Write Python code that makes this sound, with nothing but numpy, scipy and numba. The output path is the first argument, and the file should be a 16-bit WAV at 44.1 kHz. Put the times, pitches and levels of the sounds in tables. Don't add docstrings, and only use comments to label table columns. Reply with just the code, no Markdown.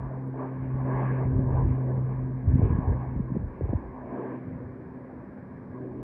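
import sys
import numpy as np
from scipy import signal
from scipy.fft import rfft, irfft, next_fast_len
from scipy.io import wavfile
from scipy.ndimage import uniform_filter1d
from numba import njit

SR = 44100
rng = np.random.default_rng(int(sys.argv[2]) if len(sys.argv) > 2 else 0)


def amplitude_ratio(level_db):
    exponent = np.asarray(level_db, float) / 20
    return 10 ** exponent


def persist_wave(psi):
    counts = np.round(np.clip(psi, -1, 1) * 32767).astype(np.int16)
    wavfile.write(sys.argv[1], SR, np.atleast_2d(counts).T)


N = 265906
TIME_S = np.arange(N) / SR
CONTROL_S = np.arange(0, N, 64) / SR


def level(x, db):
    return x * amplitude_ratio(db) / np.sqrt(np.mean(x ** 2))


def spread(control):
    return np.interp(TIME_S, CONTROL_S, control)


def walk(rate):
    hold = int(SR / rate)
    held = np.repeat(rng.standard_normal(N // hold + 1), hold)
    slewed = uniform_filter1d(uniform_filter1d(held, hold), hold)
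    return level(slewed[:N], 0)


def coloured(colour):
    size = next_fast_len(N)
    octave = np.log2(np.maximum(np.arange(size // 2 + 1) * SR / size, 1))
    hz, db = np.transpose(colour)
    gain = amplitude_ratio(np.interp(octave, np.log2(hz), db))
    return rfft(rng.standard_normal(size)) * gain, octave, size


@njit
def svf(x, hz, sharp):
    y, band, low = np.empty(len(x)), 0., 0.
    for i in range(len(x)):
        g = np.tan(np.pi * hz[i] / SR)
        v = (band + g * (x[i] - low)) / (1 + g * (g + sharp))
        band, low, y[i] = 2 * v - band, low + 2 * g * v, sharp * v
    return y


def propellers():
    # time in seconds, level of the blade tone in dB, second harmonic minus that level in dB.
    drone = [(0, -36.5, -15), (.3, -34.5, -3.5), (.47, -39, 1.5), (.75, -29.5, -8), (1.2, -28, -10.5),
             (1.6, -25.5, -10.5), (1.95, -27.5, -17), (2.38, -33, -7), (2.55, -27.5, -8), (2.72, -41, -1),
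             (3.0, -34, -9.5), (3.35, -35.5, -15), (3.65, -56, 1.5), (4.3, -43.5, 1), (4.68, -49.5, -1.5),
             (4.95, -55.5, 5), (5.58, -53.5, 4), (5.85, -43, -3)]
    near_hz, far_hz, sink_s = 131.52, 126.04, 3.2
    hz = far_hz + (near_hz - far_hz) * np.exp(-TIME_S / sink_s)
    phase = 2 * np.pi * np.cumsum(hz) / SR

    s, first_db, over_db = np.transpose(drone)
    first_db = np.interp(TIME_S, s, first_db)
    over_db = np.interp(TIME_S, s, over_db)
    beat_hz, beat_dip_s, beat_db = 2.2, 0.17, 1
    throb_db = -beat_db * np.cos(2 * np.pi * beat_hz * (TIME_S - beat_dip_s))
    second_db = first_db + over_db + throb_db
    bass_lift_db = clear_air()[0]
    third_db = -58 + 1.1 * bass_lift_db + 3 * walk(5)

    out = 0
    for k, db in enumerate((first_db, second_db, third_db), start=1):
        twinkle_db = 1.3 * (k - .5) * walk(16)
        waver = .1 * k ** 2 * walk(25)
        out = out + np.sqrt(2) * amplitude_ratio(db + twinkle_db) * np.sin(k * phase + waver)
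    return out


def roar():
    # Hz, dB per Hz.
    air = [(60, -30), (180, -2.5), (330, -5), (600, -11), (750, -16), (980, -14), (1130, -17.5),
           (1340, -35), (1660, -22.5), (1900, -34), (2250, -34.5), (2800, -51.5), (3500, -64), (4600, -110)]
    anchors_hz = [170, 330, 600, 1000, 1800, 3200]
    shares = [(0.61, 1.05, 0.43, .01, .01, .01), (.01, .01, .5, 1.18, 0.22, .01),
              (.01, .01, .01, .01, 0.65, 1.1)]
    roar_db, fade_db_per_s = -54.5, 0.81
    lifts_db = clear_air()
    noise, octave, size = coloured(air)
    around_1_khz = (octave > 9.68) * (octave < 10.29)
    noise = noise / np.std(irfft(noise * around_1_khz, size))
    out, shared = 0, walk(9)
    for centre in np.arange(5, 12.5, 1 / 3):
        band = np.clip(1 - 3 * abs(octave - centre), 0, 1)
        piece = irfft(noise * band, size)[:N]
        weights = [np.interp(centre, np.log2(anchors_hz), row) for row in shares]
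        flicker_db = 0.29 * shared + 0.85 * walk(8) + 2.7 * walk(30)
        out = out + piece * amplitude_ratio(weights @ lifts_db + flicker_db)
    return out * amplitude_ratio(roar_db - fade_db_per_s * TIME_S)


def clear_air():
    # centre in seconds, length in seconds, lift in dB of the bass, the middle and the top.
    swells = [(0.082, 0.058, -5, 7.5, 1), (0.269, 0.06, -1, -1, -9), (0.422, 0.055, 3.5, 13.5, 4),
              (.6, 0.14, 1.5, 0.5, 7.5), (0.799, 0.025, 1, 7.5, -0.5), (.915, 0.073, 6.5, 13.5, 7),
              (1.071, 0.11, 7, 9.5, 19), (1.215, .035, 6.5, 7, 4), (1.4, 0.092, 6.5, 6.5, 1),
              (1.561, 0.059, 9, 9, 7), (1.702, 0.086, 8, 4, 10), (1.88, 0.065, 9.5, 4.5, 3),
              (2.12, 0.064, 3.5, 4, 6), (2.598, 0.077, 10.5, 6, 8), (2.72, 0.074, 3.5, 5, 10.5),
              (2.88, 0.1, 6.5, 10, 4), (3.065, 0.12, 1, 4, 6), (3.702, 0.13, 3.5, 4, 5),
              (3.995, .06, 0, 6.5, 3), (4.142, 0.061, 9, 11, 7), (4.278, 0.089, 10, 8, 12),
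              (4.429, 0.053, 0.5, 0.5, 5), (2.0, 0.074, 4.5, 2, 3), (5.92, 0.17, 8.5, -0.5, 4)]
    rise_over_fall = 0.79
    lifts_db = 0
    for s, length, *db in swells:
        width = length * np.where(CONTROL_S < s, rise_over_fall, 1)
        bump = np.exp(-.5 * ((CONTROL_S - s) / width) ** 2)
        lifts_db = lifts_db + np.outer(db, bump)
    return np.array([spread(db) for db in lifts_db])


def wind():
    strength, swirl_hz = gusts()
    hz = np.clip(swirl_hz * 2 ** (0.083 * walk(17)), 25, 400)
    swirl = svf(svf(rng.standard_normal(N), hz, .9), hz, 1.5) * amplitude_ratio(2.2 * walk(30))
    swirl = signal.sosfilt(signal.butter(2, 350, fs=SR, output="sos"), swirl)

    rush_hz, rush_db, rush_power = 3.26 * hz, -10.5, 1.3
    rush = svf(svf(rng.standard_normal(N), rush_hz, 1.1), rush_hz, 1.1) * amplitude_ratio(2.6 * walk(40))
    rush = signal.sosfilt(signal.butter(4, 600, fs=SR, output="sos"), rush)
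    rush = level(rush, rush_db) * (strength / strength.max()) ** (rush_power - 1)
    return (level(swirl, -0.32) + rush) * strength


def gusts():
    # start in seconds, hold in seconds, level in dB, centre of the rumble in Hz.
    gust_list = [(0, .06, -40, 59.4), (0.122, 0.28, -49.5, 60), (0.611, .14, -37, 65),
                 (0.804, .1, -39.5, 59.3), (0.953, .25, -40, 57.7), (1.276, 0.35, -29.5, 59.8),
                 (1.62, .45, -36, 61.3), (2.15, .25, -36, 60), (2.46, .2, -29, 62),
                 (2.698, 0.25, -28, 59.2), (3.039, 0.23, -34, 59.1), (3.386, 0.063, -31.5, 58),
                 (3.631, 0.18, -35, 57.25), (3.898, .22, -49, 60), (4.479, .2, -41.5, 105),
                 (4.753, .65, -53.5, 89.7), (5.5, .3, -47.5, 125), (5.9, .15, -50, 60)]
    rise_db_per_s, fall_db_per_s = 220, 129
    calm_db, calm_hz = -60.5, 85
    power = np.full(len(CONTROL_S), amplitude_ratio(calm_db) ** 2)
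    pitch = power * calm_hz
    for s, hold, db, hz in gust_list:
        before_s = np.maximum(s - CONTROL_S, 0)
        after_s = np.maximum(CONTROL_S - s - hold, 0)
        gust = amplitude_ratio(db - rise_db_per_s * before_s - fall_db_per_s * after_s) ** 2
        power = power + gust
        pitch = pitch + hz * gust
    return spread(np.sqrt(power)), spread(pitch / power)


def buffets():
    # peak time in seconds, peak level in dB, length in ms.
    eddies = [(1.257, -14, 7.1), (1.355, -17, 17), (1.373, -27, 21), (1.392, -13, 4.5), (1.421, -20, 11),
              (1.453, -25, 9), (1.547, -21.5, 24), (1.581, -31, 10), (1.67, -13, 13.4), (1.708, -20.5, 19),
              (1.738, -25, 3.9), (2.483, -11, 19), (2.54, -10.5, 11), (2.557, -8, 3.8), (2.594, -9.5, 3.5),
              (2.632, -8, 12), (2.653, -14, 12), (2.672, -16.5, 6.9), (2.706, -13, 6.5), (2.721, -19.5, 16),
              (2.752, -17, 4.9), (2.789, -10.5, 4.8), (2.879, -24, 10), (2.934, -26.5, 27),
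              (3.164, -15.5, 5.2), (3.438, -26, 23), (3.62, -18, 4.4), (3.643, -20.5, 27), (3.701, -19, 17),
              (3.755, -17, 15.7)]
    # peak time in seconds, peak level in dB, pitch in Hz.
    flicks = [(.208, -41.5, 690), (.342, -29.5, 610), (2.618, -24, 550), (3.155, -31.5, 300),
              (3.196, -26, 283), (3.204, -18, 191), (3.304, -31, 350), (3.321, -21, 197), (3.352, -22, 240),
              (3.357, -31, 520), (3.368, -19.5, 326), (3.37, -14.5, 196), (3.611, -21.5, 416),
              (3.656, -29, 400), (3.693, -26, 323), (3.733, -17.5, 270), (3.734, -24, 520),
              (5.934, -39, 590)]
    flick_cycles = 1.62
    events = [(s, db, 84.3 + 190 / ms, ms) for s, db, ms in eddies]
    events += [(s, db, hz, 1000 * flick_cycles / hz) for s, db, hz in flicks]
    out = np.zeros(N)
    reach = 3500
    t = np.arange(-reach, reach) / SR
    for (s, db, hz, ms), turn in zip(events, rng.random(len(events))):
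        width = np.clip(ms, 2, 30) / 1000 * np.where(t < 0, .35, .5)
        phase = 2 * np.pi * (hz * (t - .13 * t ** 2 / width[-1]) + turn)
        swing = np.exp(-.5 * (t / width) ** 2) * np.sin(phase)
        at = int(s * SR) - reach
        out[at:at + len(t)] += amplitude_ratio(db - 0.77) * swing
    return signal.sosfilt(signal.butter(4, 1100, fs=SR, output="sos"), out)


def tick():
    start_s, hz, db, decay_s = .277, 9600, -66, .0015
    t = np.maximum(TIME_S - start_s, 0)
    return amplitude_ratio(db) * np.sin(2 * np.pi * hz * t) * np.exp(-t / decay_s)


def garden():
    # Hz, dB per Hz.
    murmur = [(30, -21), (70, -10), (200, 8), (600, -15), (1100, -18), (1340, -16.5), (1650, -13),
              (2400, -28), (2750, -46), (3500, -66.5), (4500, -100)]
    noise, _, size = coloured(murmur)
    return level(irfft(noise, size)[:N] * amplitude_ratio(2.1 * walk(3.9)), -49.5)


def scene():
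    return (propellers() + roar() + wind() + buffets() + tick() + garden())[None]


def band_limit(x):
    return signal.sosfilt(signal.butter(12, 12317, fs=SR, output="sos"), x)


def record(dry):
    # Hz, dB per Hz.
    hiss_colour = [(30, 8), (3500, 0), (5400, -1.5), (6100, -8.5), (6900, -9.5), (8000, -6), (10500, -8.5),
                   (12300, -12.5)]
    mirror_hz, mirror_db = 9600, -62
    x = signal.sosfilt(signal.butter(3, 40, "high", fs=SR, output="sos"), dry)
    x = x * (1 + amplitude_ratio(mirror_db) * np.cos(2 * np.pi * mirror_hz * TIME_S))
    noise, _, size = coloured(hiss_colour)
    hiss = level(irfft(noise, size)[:N], -85)
    return band_limit(x + hiss)


dry = scene()
out = record(dry)
persist_wave(out)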